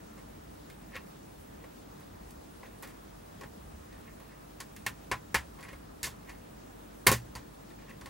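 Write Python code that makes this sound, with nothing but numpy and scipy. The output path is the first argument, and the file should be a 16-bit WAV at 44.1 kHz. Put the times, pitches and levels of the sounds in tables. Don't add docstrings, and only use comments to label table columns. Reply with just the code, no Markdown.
import sys
import numpy as np
from scipy import signal
from scipy.io import wavfile

SR = 44100
rng = np.random.default_rng(int(sys.argv[2]) if len(sys.argv) > 2 else 0)


def dump(signal):
    limited = np.clip(np.atleast_2d(signal).T, -1, 1)
    pcm = np.round(limited * 32767).astype(np.int16)
    wavfile.write(sys.argv[1], SR, pcm)


N = 357165

# f/Hz, level per Hz/dB
ROOM_COLOUR = [(60, -25), (85, -11), (130, -3.5), (200, -3), (305, -5), (450, -6.5), (800, -10.5),
               (1150, -14), (2200, -24), (4320, -27.5), (9000, -29.5), (14000, -32.5), (15500, -40),
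               (17000, -42)]
# f/Hz, likeness (1 same, 0 unrelated, below 0 opposed)
ROOM_LIKENESS = [(60, 1), (110, 0.97), (200, 0.73), (380, -0.52), (700, -0.6), (1290, -0.21), (2380, 0.47),
                 (4400, 0.24), (8120, 0.083), (15000, -0.031)]
# t/s, level/dB
RUMBLE_LEVEL = [(0.0, -62), (0.34, -56), (1.2, -58.5), (1.58, -56), (1.8, -64), (2.14, -52), (2.4, -56),
                (2.95, -63), (3.74, -53), (4.35, -65), (4.9, -58), (5.32, -56), (5.89, -58), (6.56, -62),
                (6.95, -64), (7.26, -56), (7.67, -65), (8.1, -57)]
# f/Hz, rms level/dB
HUM_TONES = [(50, -59.5), (100, -66.5), (150, -67.5), (200, -77.5), (300, -67.5), (525, -80.5)]
# t/s, shell level/dB, then crack, bright edge and low modes (each level/dB
# relative to the shell), favoured shell pitch f/Hz, contact time/s
CONTACTS = [(0.178, -54, 3, -13.5, 4, 1560, 0.017), (0.699, -50.5, -1, 0, -11, 2630, 0.0072),
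            (0.944, -43.5, -16, -28, -1, 2640, 0.01), (0.954, -38, -4.5, -25, -5, 2350, 0.0039),
            (0.964, -38, -26, -8, -11, 1790, 0.0036), (1.639, -48.5, -13, -10, -3, 1030, 0.006),
            (1.998, -52, -12, -2, -2, 1020, 0.021), (2.306, -60, 9.5, 10, -4, 805, 0.012),
            (2.631, -42.5, -26, -23, -7, 1070, 0.0058), (2.654, -51.5, -16, -16, 2, 2470, 0.012),
            (2.824, -43, -18, 3, -5, 1040, 0.012), (2.831, -43.5, 1, -4, 0, 1800, 0.02),
            (2.873, -50.5, 2, 0, -11, 1220, 0.036), (3.41, -44.5, -0.5, -9, 0, 1090, 0.012),
            (3.434, -39.5, -9, -22, -0.5, 950, 0.0065), (3.926, -60, 7, -3, -5, 2080, 0.022),
            (4.2, -51.5, -6, -6, 1, 1020, 0.0056), (4.602, -39, 7.5, -2.5, -11, 1180, 0.01),
            (4.763, -48.5, 4.5, 3, -9, 2500, 0.0076), (4.864, -26, 2, -2.5, -11.5, 1650, 0.0054),
            (5.114, -22.5, -4.5, -14, -8.5, 1280, 0.01), (5.344, -19, 0.5, -9, -8, 1630, 0.013),
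            (5.587, -47, -13, -16, -6, 1070, 0.012), (5.607, -53, 5, -1.5, -5, 1070, 0.015),
            (5.627, -45.5, 0, -13.5, -13, 1920, 0.018), (5.649, -48.5, -6, -16, -8, 1090, 0.013),
            (5.685, -46.5, -1, -15, -11, 1790, 0.012), (5.729, -48.5, -4.5, -5.5, 6.5, 1770, 0.0088),
            (6.03, -37, 14, 8, -4.5, 1500, 0.024), (6.04, -34, 9.5, -30, -10, 2720, 0.02),
            (6.069, -39, -4, 3, -18, 1050, 0.0063), (6.293, -48.5, 5.5, -8.5, -12, 1890, 0.018),
            (7.066, -17.5, -11, -1.5, -3, 1100, 0.015), (7.069, -15, 4, 4.5, -14, 2580, 0.0036),
            (7.076, -20, 3, -1, -4, 1030, 0.017), (7.115, -20, -0.5, 0, 1, 940, 0.0048),
            (7.124, -29, 8.5, 3.5, 6, 1800, 0.017), (7.352, -37.5, 3, -7, -3, 1060, 0.016),
            (7.704, -56, -4, -12, -5, 2140, 0.015), (7.785, -57, -9.5, -11.5, -2, 1770, 0.014),
            (7.818, -51, -13, -13, -5, 1020, 0.0092), (7.895, -53.5, 2, -3.5, 4, 2150, 0.016),
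            (8.011, -44.5, 0.5, -19, -3, 1020, 0.0098), (8.058, -43.5, 3, -9, -7, 1150, 0.011)]
# f/Hz, relative level/dB, time to fall 60 dB/s
SHELL_MODES = [(424, -10.5, 0.13), (540, -1, 0.083), (563, -33, 0.16), (827, -14.5, 0.19),
               (1012, -11, 0.16), (1096, 0.5, 0.071), (1500, -39, 0.032), (1690, -33, 0.06),
               (1795, -9.5, 0.14), (1890, -0.5, 0.036), (1964, -3.5, 0.049), (2144, 0, 0.04),
               (2418, 2, 0.017), (2680, -12, 0.17), (3400, -19, 0.021)]
# f/Hz, relative level/dB, time to fall 60 dB/s
STEEL_MODES = [(4530, 2.5, 0.036), (5180, -0.5, 0.038), (5460, -24, 0.066), (6730, -5.5, 0.046),
               (8230, -25, 0.041), (9100, -37, 0.026), (10880, 0, 0.063), (12140, -23, .04)]
# peak t/s, peak level/dB
SHELL_RUBS = [(0.948, -47.5), (3.928, -57), (4.08, -57.5), (4.318, -57.5), (5.65, -58), (5.686, -56),
              (6.3, -51), (7.9, -53)]
# peak t/s, peak level/dB
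CLOTH_RUBS = [(1.092, -65), (1.412, -62), (1.496, -73)]
# t/s, level/dB, depth/dB per octave (above 0 favours the low modes)
DESK_THUMPS = [(4.862, -51, 1), (5.115, -44.5, -8), (5.343, -49.5, 14), (6.029, -51, 4), (6.068, -53, -0.5),
               (7.066, -37, -5), (7.07, -31.5, -2), (7.076, -30, -11), (7.115, -35.5, -12), (7.124, -37, 0),
               (7.352, -49, -2), (3.434, -58, -8), (8.012, -57, -2)]
# f/Hz, relative level/dB, time to fall 60 dB/s
DESK_MODES = [(68.8, 0.5, 0.28), (119.5, 2.5, 0.34), (168.6, -7, 0.25), (221.7, -5.5, 0.15)]

ROOM_DB, ROOM_PATCHY_DB = -53.5, 1.1
WHISTLE_HZ, WHISTLE_DB = 15734, -69.5
WHISTLE_BEAT_HZ, WHISTLE_BEAT_DEPTH, WHISTLE_BEAT_PEAK_S = 13.51, 0.5, 0.069
WHISTLE_DIP_S, WHISTLE_DIP_WIDTH_S, WHISTLE_DIP_DB = 6.05, 0.13, -15
FAINT_TONE_HZ, FAINT_TONE_DB = 6480, -85
ECHO_T60_S, ECHO_PER_CONTACT = 0.1, 2.9
RUB_RISE_DB_PER_S, RUB_FALL_DB_PER_S = 500, 248
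CLOTH_RISE_DB_PER_S, CLOTH_FALL_DB_PER_S = 150, 300
THUMP_CUT_HZ = 44
CUTOFF_HZ = 17100


def from_db(db):
    return 10 ** (np.asarray(db) / 20)


def rms_one(x):
    return x / np.sqrt(np.mean(x ** 2) + 1e-20)


def band(x, low, high):
    return signal.sosfilt(signal.butter(2, [low, high], "band", fs=SR, output="sos"), x)


def at_hz(points, hz):
    table_hz, value = np.transpose(points)
    return np.interp(np.log(hz), np.log(table_hz), value)


def drift(rate_hz):
    r = np.exp(-80 * np.pi * rate_hz / SR)
    noise = rng.standard_normal(N // 40 + 2002)
    slow = signal.lfilter([1], [1, -2 * r, r * r], noise)[2000:]
    return np.interp(np.arange(N) / 40, np.arange(len(slow)), rms_one(slow))


def spread(mid, side, alike):
    alike = np.clip(alike, -1, 1)
    shared = np.sqrt((1 + alike) / 2) * mid
    opposed = np.sqrt((1 - alike) / 2) * side * [[1], [-1]]
    return shared + opposed


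def level(rows):
    s, level_db = np.transpose(rows)
    return from_db(np.interp(np.arange(N) / SR, s, level_db))


def swells(rows, rise_db, fall_db):
    t = np.arange(N) / SR
    gain = 0
    for s, db in rows:
        below_peak_db = np.where(t < s, rise_db * (s - t), fall_db * (t - s))
        gain = gain + from_db(db - below_peak_db)
    return gain


def octaves(modes, hz):
    return np.log2(np.array(modes)[:, 0] / hz)


def ring(force, modes, weights_db):
    out = 0
    for (hz, level_db, t60), weight_db in zip(modes, weights_db):
        r = from_db(-60 / (t60 * SR))
        w = 2 * np.pi * hz / SR
        mode = signal.lfilter([0, np.sin(w)], [1, -2 * r * np.cos(w), r * r], force)
        out = out + from_db(level_db + weight_db) * mode
    return out


def room_noise(patchy_db):
    out = 0
    edges = 85 * 2 ** np.arange(0, 8.1, .5)
    white = rng.standard_normal((2, 2, N))
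    for k, (low, high) in enumerate(zip(edges, edges[1:])):
        hz = np.sqrt(low * high)
        gain = from_db(at_hz(ROOM_COLOUR, hz) + patchy_db * drift(8.8))
        mid, side = band(white[k % 2], low, min(high, .45 * SR))
        out = out + gain * spread(mid, side, at_hz(ROOM_LIKENESS, hz))
    bed = from_db(ROOM_DB) * out / np.std(out.mean(axis=0))
    rumble = rms_one(band(white[1, 0], 40.3, 90))
    return bed + level(RUMBLE_LEVEL) * rumble


def tones():
    t = np.arange(N) / SR
    hum = 0
    for hz, db in HUM_TONES:
        gain = from_db(db + 1.6 * drift(3.1))
        hum = hum + gain * np.sin(2 * np.pi * (hz * t + rng.random()))
    beat = 1 + WHISTLE_BEAT_DEPTH * np.cos(2 * np.pi * WHISTLE_BEAT_HZ * (t - WHISTLE_BEAT_PEAK_S))
    dip_db = WHISTLE_DIP_DB * np.exp(-((t - WHISTLE_DIP_S) / WHISTLE_DIP_WIDTH_S) ** 2)
    whistle = from_db(WHISTLE_DB + dip_db) * beat * np.sin(2 * np.pi * WHISTLE_HZ * t)
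    faint = from_db(FAINT_TONE_DB + 2 * drift(8)) * np.sin(2 * np.pi * FAINT_TONE_HZ * t)
    return np.sqrt(2) * (hum + whistle + faint)


def tap(shell_db, crack_db, edge_db, boom_db, shell_hz, contact_s):
    t = np.arange(SR // 4) / SR
    noise = rng.standard_normal((3, 2, len(t)))

    touch = (1 - np.exp(-t / 0.00068)) * np.exp(-(t / contact_s) ** 2)
    slips = np.repeat(rng.standard_normal(len(t) // 40 + 1), 40)[:len(t)]
    touch = touch * from_db(1.4 * slips)
    force = 0.76 * rms_one(noise[0, 0] * touch) / np.sqrt(len(t))
    force[20] += .6

    spot_db = -10.5 * octaves(SHELL_MODES, shell_hz) ** 2
    spot_db = np.where(octaves(SHELL_MODES, 700) < 0, boom_db, spot_db)
    luck_db = rng.normal(0, 1.5, len(SHELL_MODES))
    shell = from_db(-4) * ring(force, SHELL_MODES, spot_db + luck_db)
    scatter_db = rng.normal(0, 2.5, len(STEEL_MODES))
    steel = from_db(-16.0) * ring(force, STEEL_MODES, scatter_db)

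    echo_t60 = ECHO_T60_S + ECHO_PER_CONTACT * contact_s
    keep = from_db(-120 / (echo_t60 * SR))
    echo_power = signal.lfilter([1], [1, -keep], 0.68 * touch ** 2)
    fade = np.sqrt(echo_power / np.sum(touch ** 2))
    snap = fade + touch * (0.15 + 2.65 * np.exp(-t / 0.0028))

    low = band(noise[0], shell_hz / 2, shell_hz + 1000)
    middle = band(noise[1], 2800, 8500)
    high = band(noise[2], 7500, 16000)
    shell_colour = rms_one(ring(noise[0], SHELL_MODES, spot_db))
    low = low + 0.5 * np.std(low) * shell_colour
    echoes = from_db(4.5) * fade * spread(*low, 0.96)
    crack = from_db(crack_db) * (steel + from_db(-8.0) * snap * spread(*middle, 1.0))
    edge = from_db(edge_db - 6.0) * snap * spread(*high, 0.38)
    edge = edge * from_db([[-1.5], [1.5]])
    return from_db(shell_db) * (shell + echoes + crack + edge)


def taps():
    out = np.zeros((2, N + SR))
    for s, *how in CONTACTS:
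        sound = tap(*how)
        start = round(s * SR)
        out[:, start:start + sound.shape[1]] += sound
    return out[:, :N]


def rubs():
    slips = rng.standard_normal(N) * from_db(3 * drift(60))
    shell = rms_one(ring(slips, SHELL_MODES, -9.0 * octaves(SHELL_MODES, 1650) ** 2))
    cloth = rms_one(band(rng.standard_normal((2, N)), 8500, 14500))
    shell_gain = swells(SHELL_RUBS, RUB_RISE_DB_PER_S, RUB_FALL_DB_PER_S)
    cloth_gain = swells(CLOTH_RUBS, CLOTH_RISE_DB_PER_S, CLOTH_FALL_DB_PER_S)
    return shell * shell_gain + cloth * cloth_gain


def thumps():
    t = np.arange(SR // 2) / SR
    out = np.zeros(N + SR)
    push = np.sin(np.pi * np.minimum(t / .005, 1)) ** 2 / (.0015 * SR)
    for s, db, depth_db in DESK_THUMPS:
        start = round(s * SR)
        weights_db = -depth_db * octaves(DESK_MODES, 125)
        out[start:start + len(t)] += from_db(db) * ring(push + 1e-18, DESK_MODES, weights_db)
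    return signal.sosfilt(signal.butter(2, THUMP_CUT_HZ, "high", fs=SR, output="sos"), out[:N])


def scene():
    return room_noise(ROOM_PATCHY_DB) + tones() + taps() + rubs() + thumps()


def record(dry):
    heard = signal.sosfilt(signal.butter(4, 40, "high", fs=SR, output="sos"), dry)
    return signal.sosfilt(signal.cheby2(12, 70, CUTOFF_HZ, fs=SR, output="sos"), heard)


dry = scene()
out = record(dry)
dump(out)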